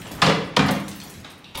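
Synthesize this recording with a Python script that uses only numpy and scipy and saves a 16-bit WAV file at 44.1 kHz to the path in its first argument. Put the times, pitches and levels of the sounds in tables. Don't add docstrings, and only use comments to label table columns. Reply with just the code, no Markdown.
import sys
import numpy as np
from scipy import signal
from scipy.fft import rfft, irfft, next_fast_len
from scipy.io import wavfile
from scipy.ndimage import uniform_filter1d

SR = 44100
rng = np.random.default_rng(int(sys.argv[2]) if len(sys.argv) > 2 else 0)


def materialize(psi):
    bounded = np.clip(np.atleast_2d(psi).T, -1, 1)
    quanta = np.round(bounded * 32767).astype(np.int16)
    wavfile.write(sys.argv[1], SR, quanta)


def decibels_to_gain(level_db):
    exponent = np.asarray(level_db, float) / 20
    return 10 ** exponent


N = 70560
SPAN = np.arange(SR) / SR
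LEAD = 256

# t/s, level/dB, brightness/dB per octave, walls/dB over the common share,
# board ring/dB over the common share, pitch of the nearest board f/Hz
THUD_BLOWS = [(0.059, -35.5, -1, 2.5, -3, 200), (0.11, -29.5, -8, 1.5, 0, 200.6),
              (0.185, -41.5, -3.5, 16.5, 7, 190), (0.223, -9.5, 1.5, 2.5, 5, 160.6),
              (0.267, -11, -0.66, 3, -1.5, 215), (0.299, -17.5, 0.7, -0.5, 0.5, 165),
              (0.442, -30.5, -7, -15, 2, 152), (0.57, -8, 0.7, -5, 1, 176.5),
              (0.596, -13, -1, 3.5, -5, 273), (0.691, -14, -1.5, 0.5, 3.5, 229),
              (1.249, -36, 1.5, 4.5, -1.5, 198), (1.551, -34.5, 0.2, 7, 1.5, 193),
              (1.579, -30.5, 1.5, 2.5, 0, 192)]
# f/Hz, level/dB
THUD_TONE = [(25, -62), (60, -17), (110, -10.5), (190, -12), (312, -5), (412, -6.5), (600, 0), (1180, -4.5),
             (1600, -8), (3400, -12), (6000, -22.5), (9700, -34), (16000, -53)]
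# f/Hz, level/dB
CRACK_TONE = [(1000, -37), (2500, 9), (3600, 10), (5500, 1), (9000, -29), (16000, -28)]
# f/Hz, level/dB, t60/s
BOARD_MODES = [(143, -2.5, 0.627), (161.3, -3, 0.67), (178.6, -3, 0.73), (200.75, 0.5, 0.83),
               (257.8, 3.5, 0.49), (277.7, -1, 0.91), (310, -3, 1), (558.3, 0, 0.13), (646, -11, 0.17),
               (804, -11.5, 0.14), (1032.5, -10, 0.44), (1274, -11.5, 0.24)]


def thuds(out_size):
    thud_t60, crack_t60 = 0.051, 0.026
    walls_db, ring_share_db = 0.5, -15
    crack_db = np.array([[-7], [5]])
    reach_db = 12
    bend = 0.16
    out = np.zeros((2, out_size))
    for s, db, tilt_db, wet_db, ring_db, board_hz in THUD_BLOWS:
        tilt = lambda hz: decibels_to_gain(tilt_db * np.log2(hz / 1000 + .01))
        dry = rattle(lambda hz: decibels_to_gain(along(THUD_TONE, hz)) * tilt(hz), thud_t60, rise_s=0.0026)
        crack = rattle(lambda hz: decibels_to_gain(along(CRACK_TONE, hz)), crack_t60, rise_s=0.0049)
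        crack = decibels_to_gain(crack_db) * tilt(6000) * crack
        lean_db = lambda hz: -reach_db * np.log2(hz / board_hz) ** 2 * (hz < 400)
        boards = ring(BOARD_MODES, lean_db, scatter_db=3.0)
        sound = walls(dry, walls_db + wet_db) + crack + decibels_to_gain(ring_share_db + ring_db) * boards
        bent = filtered(sound, lambda hz: np.exp(-4j * np.pi * bend * np.sqrt(hz)))
        add(out, s - .008, decibels_to_gain(db) * bent)
    return out


# t/s, level/dB, centre f/Hz, half-width f/Hz
CLACK_BLOWS = [(0.019, -35.5, 3350, 1180), (0.068, -35.5, 3080, 1500), (0.116, -35.5, 4500, 2000),
               (0.684, -26.5, 3800, 1480), (0.709, -39, 6500, 2492), (0.882, -31, 5300, 3070),
               (0.915, -35, 4300, 2511), (1.002, -34.5, 5080, 2600), (1.016, -34.5, 3390, 1990),
               (1.140, -39.5, 4400, 1993), (1.247, -36, 3500, 700), (1.2635, -44, 3570, 800),
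               (1.3041, -40.5, 3450, 2030), (1.4436, -37.5, 3796, 800), (1.453, -40, 2740, 600),
               (1.481, -43, 2960, 805), (1.506, -63, 3030, 700), (1.5534, -25.5, 3700, 1180)]


def clacks(out_size):
    skirt_db, low_hz = -44.5, 600
    out = np.zeros((2, out_size))
    for s, db, centre_hz, width_hz in CLACK_BLOWS:
        resonance = lambda hz: 1 / (1 + ((hz - centre_hz) / width_hz) ** 2) + decibels_to_gain(skirt_db)
        body = lambda hz: resonance(hz) * hz ** 2 / (hz ** 2 + low_hz ** 2)
        clack = rattle(body, t60=0.02, rise_s=0.00048)
        add(out, s - .001, decibels_to_gain(db) * walls(clack, wet_db=3))
    return out


# t/s, level/dB, brightness/dB per octave, rattle t60/s
TINK_BLOWS = [(0.0135, -41.5, 0, 0.081), (0.072, -42.5, 4, 0.15), (0.1126, -35, -3.5, 0.15),
              (0.1485, -39, 0, 0.1), (0.4413, -51, -8, 0.27), (0.659, -38.5, -3, 0.12),
              (0.7083, -27, -4.5, 0.081), (0.749, -40, -5, 0.1), (0.7974, -42, -5, 0.068),
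              (0.8812, -34, 1.5, 0.1), (0.9514, -29.5, 14, 0.2), (1.034, -38.5, -2, 0.097),
              (1.0969, -36, -3, 0.077), (1.1394, -43.5, 3, 0.065), (1.1992, -45.5, -6.5, 0.085),
              (1.2994, -45, -1, 0.14), (1.3793, -44, 10, 0.069), (1.5504, -33.5, -7.5, 0.079),
              (1.5733, -26, 6, 0.12)]
# f/Hz, half-width f/Hz, level/dB before scatter
STEEL_MODES = [(4900, 230, -1.5), (6400, 290, -2), (7380, 280, -7.5), (8450, 220, -1), (10030, 260, -7),
               (9840, 280, -4.5), (11720, 260, -1.5), (12500, 190, -6.5), (12860, 180, -3.5),
               (14100, 160, -8), (14500, 200, -8)]
# f/Hz, level/dB
TINK_TONE = [(3000, -22.5), (6000, -7.5), (9000, -3), (13000, -3.5), (15000, -6.5), (16000, 7)]


def tinks(out_size):
    skirt_db, scatter_db = -1.5, 7
    out = np.zeros((2, out_size))
    centre, width, level_db = np.transpose(STEEL_MODES)[:, :, None]
    for s, db, tilt_db, t60 in TINK_BLOWS:
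        gain = decibels_to_gain(level_db + scatter_db * rng.standard_normal(level_db.shape))
        modes = lambda hz: np.sum(gain / (1 + ((hz - centre) / width) ** 2), 0) + decibels_to_gain(skirt_db)
        lean_db = lambda hz: tilt_db * np.log2(hz / 10000 + .01)
        colour = lambda hz: decibels_to_gain(along(TINK_TONE, hz) + lean_db(hz)) * modes(hz)
        tick = rattle(colour, t60, rise_s=0.0039)
        add(out, s - .001, decibels_to_gain(db) * walls(tick, wet_db=-5.5))
    return out


# t/s, level/dB
ROLL_LEVEL = [(0.0, -42), (0.132, -38), (0.346, -40.5), (0.738, -40.5), (1.05, -42), (1.6, -50)]
# f/Hz, level/dB
ROLL_TONE = [(15, -38), (30, -13), (90, 0.5), (190, 1), (439, -7), (1000, -10), (2480, -15), (6000, -28.5),
             (12500, -57), (16000, -58)]
# t/s, level/dB
HISS_LEVEL = [(0.0, -51), (0.254, -52.5), (0.404, -60), (0.646, -77), (0.792, -56.5), (0.908, -54),
              (1.166, -52), (1.344, -70), (1.6, -64)]
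# f/Hz, level/dB
HISS_TONE = [(2000, -9), (4000, -7), (7000, 2), (11000, -3), (16000, -7.5)]


def rolling():
    return wash(ROLL_LEVEL, ROLL_TONE, patchy_db=2.0) + wash(HISS_LEVEL, HISS_TONE, patchy_db=5)


def wash(levels, colour, patchy_db):
    z = signal.stft(rng.standard_normal((2, N)), nperseg=512)[2]
    field = uniform_filter1d(rng.standard_normal(z.shape[1:]), 6, 0)
    field = uniform_filter1d(field, 8, 1)
    noise = signal.istft(z * decibels_to_gain(patchy_db * unit(field)), nperseg=512)[1][:, :N]
    s, db = np.transpose(levels)
    coloured = unit(filtered(noise, lambda hz: decibels_to_gain(along(colour, hz))))
    return decibels_to_gain(np.interp(np.arange(N) / SR, s, db)) * coloured


# f/Hz, t60/s
WALL_DECAY = [(60, 0.78), (200, .8), (700, 0.51), (2000, 0.63), (5000, 0.51), (12000, 0.37)]


def walls(x, wet_db):
    hz, t, z = signal.stft(rng.standard_normal((2, SR)), SR, nperseg=256)
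    decay = decibels_to_gain(-60 * t / along(WALL_DECAY, hz)[:, None])
    tail = signal.istft(z * decay, SR, nperseg=256)[1][:, :SR]
    answer = signal.fftconvolve(x, tail / np.linalg.norm(tail[0]), axes=1)[:, :SR]
    return x + decibels_to_gain(wet_db) * answer


# f/Hz, left-right likeness (1 = the same)
LIKENESS = [(3000, 1), (4500, 1), (7000, 1), (10000, 0.97), (14000, 0.81)]


def pair(two):
    turn = lambda hz: np.arccos(np.clip(along(LIKENESS, hz), 0, 1)) / 2
    mid, side = filtered(two, lambda hz: np.array([np.cos(turn(hz)), np.sin(turn(hz))]))
    return np.array([mid + side, mid - side])


def rattle(response, t60, rise_s):
    burst = rng.standard_normal((2, SR)) * decibels_to_gain(-60 * SPAN / t60) * (1 - np.exp(-SPAN / rise_s))
    x = filtered(np.pad(burst, ((0, 0), (LEAD, 0)))[:, :SR], response)
    return unit(x) * np.sqrt(t60 / 14)


def ring(modes, lean_db, scatter_db):
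    hz, db, t60 = np.transpose(modes)[:, :, None]
    draw = rng.standard_normal((2, len(hz), 1))
    level = decibels_to_gain(db + lean_db(hz) + scatter_db * draw[0] - 60 * SPAN / t60)
    tone = np.sum(level * np.sin(2 * np.pi * hz * SPAN + 10 * draw[1]), 0)
    return np.roll(tone * (1 - np.exp(-SPAN / .002)), LEAD)


def unit(x):
    return x / np.sqrt(np.mean(x ** 2) + 1e-20)


def along(points, hz):
    f, v = np.transpose(points)
    return np.interp(np.log(hz + 1), np.log(f + 1), v)


def filtered(x, response):
    n = x.shape[-1]
    m = next_fast_len(n + 8192)
    return irfft(rfft(x, m) * response(np.fft.rfftfreq(m, 1 / SR)), m)[..., :n]


def add(out, s, x):
    start = round(s * SR)
    out[:, start:start + SR] += x


def scene():
    size = N + SR
    hits = thuds(size) + clacks(size) + tinks(size)
    return pair(hits[:, LEAD:LEAD + N] + rolling())


def band_limit(x):
    return signal.sosfilt(signal.butter(12, 16480, fs=SR, output="sos"), x)


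def record(dry):
    ceiling, knee = 0.76, 7
    top_hz, edge_hz = 15800, 60
    held = dry / (1 + np.abs(dry / ceiling) ** knee) ** (1 / knee)
    mix = filtered(held, lambda hz: .5 - .5 * np.tanh((hz - top_hz) / edge_hz))
    return band_limit(mix)


dry = scene()
out = record(dry)
materialize(out)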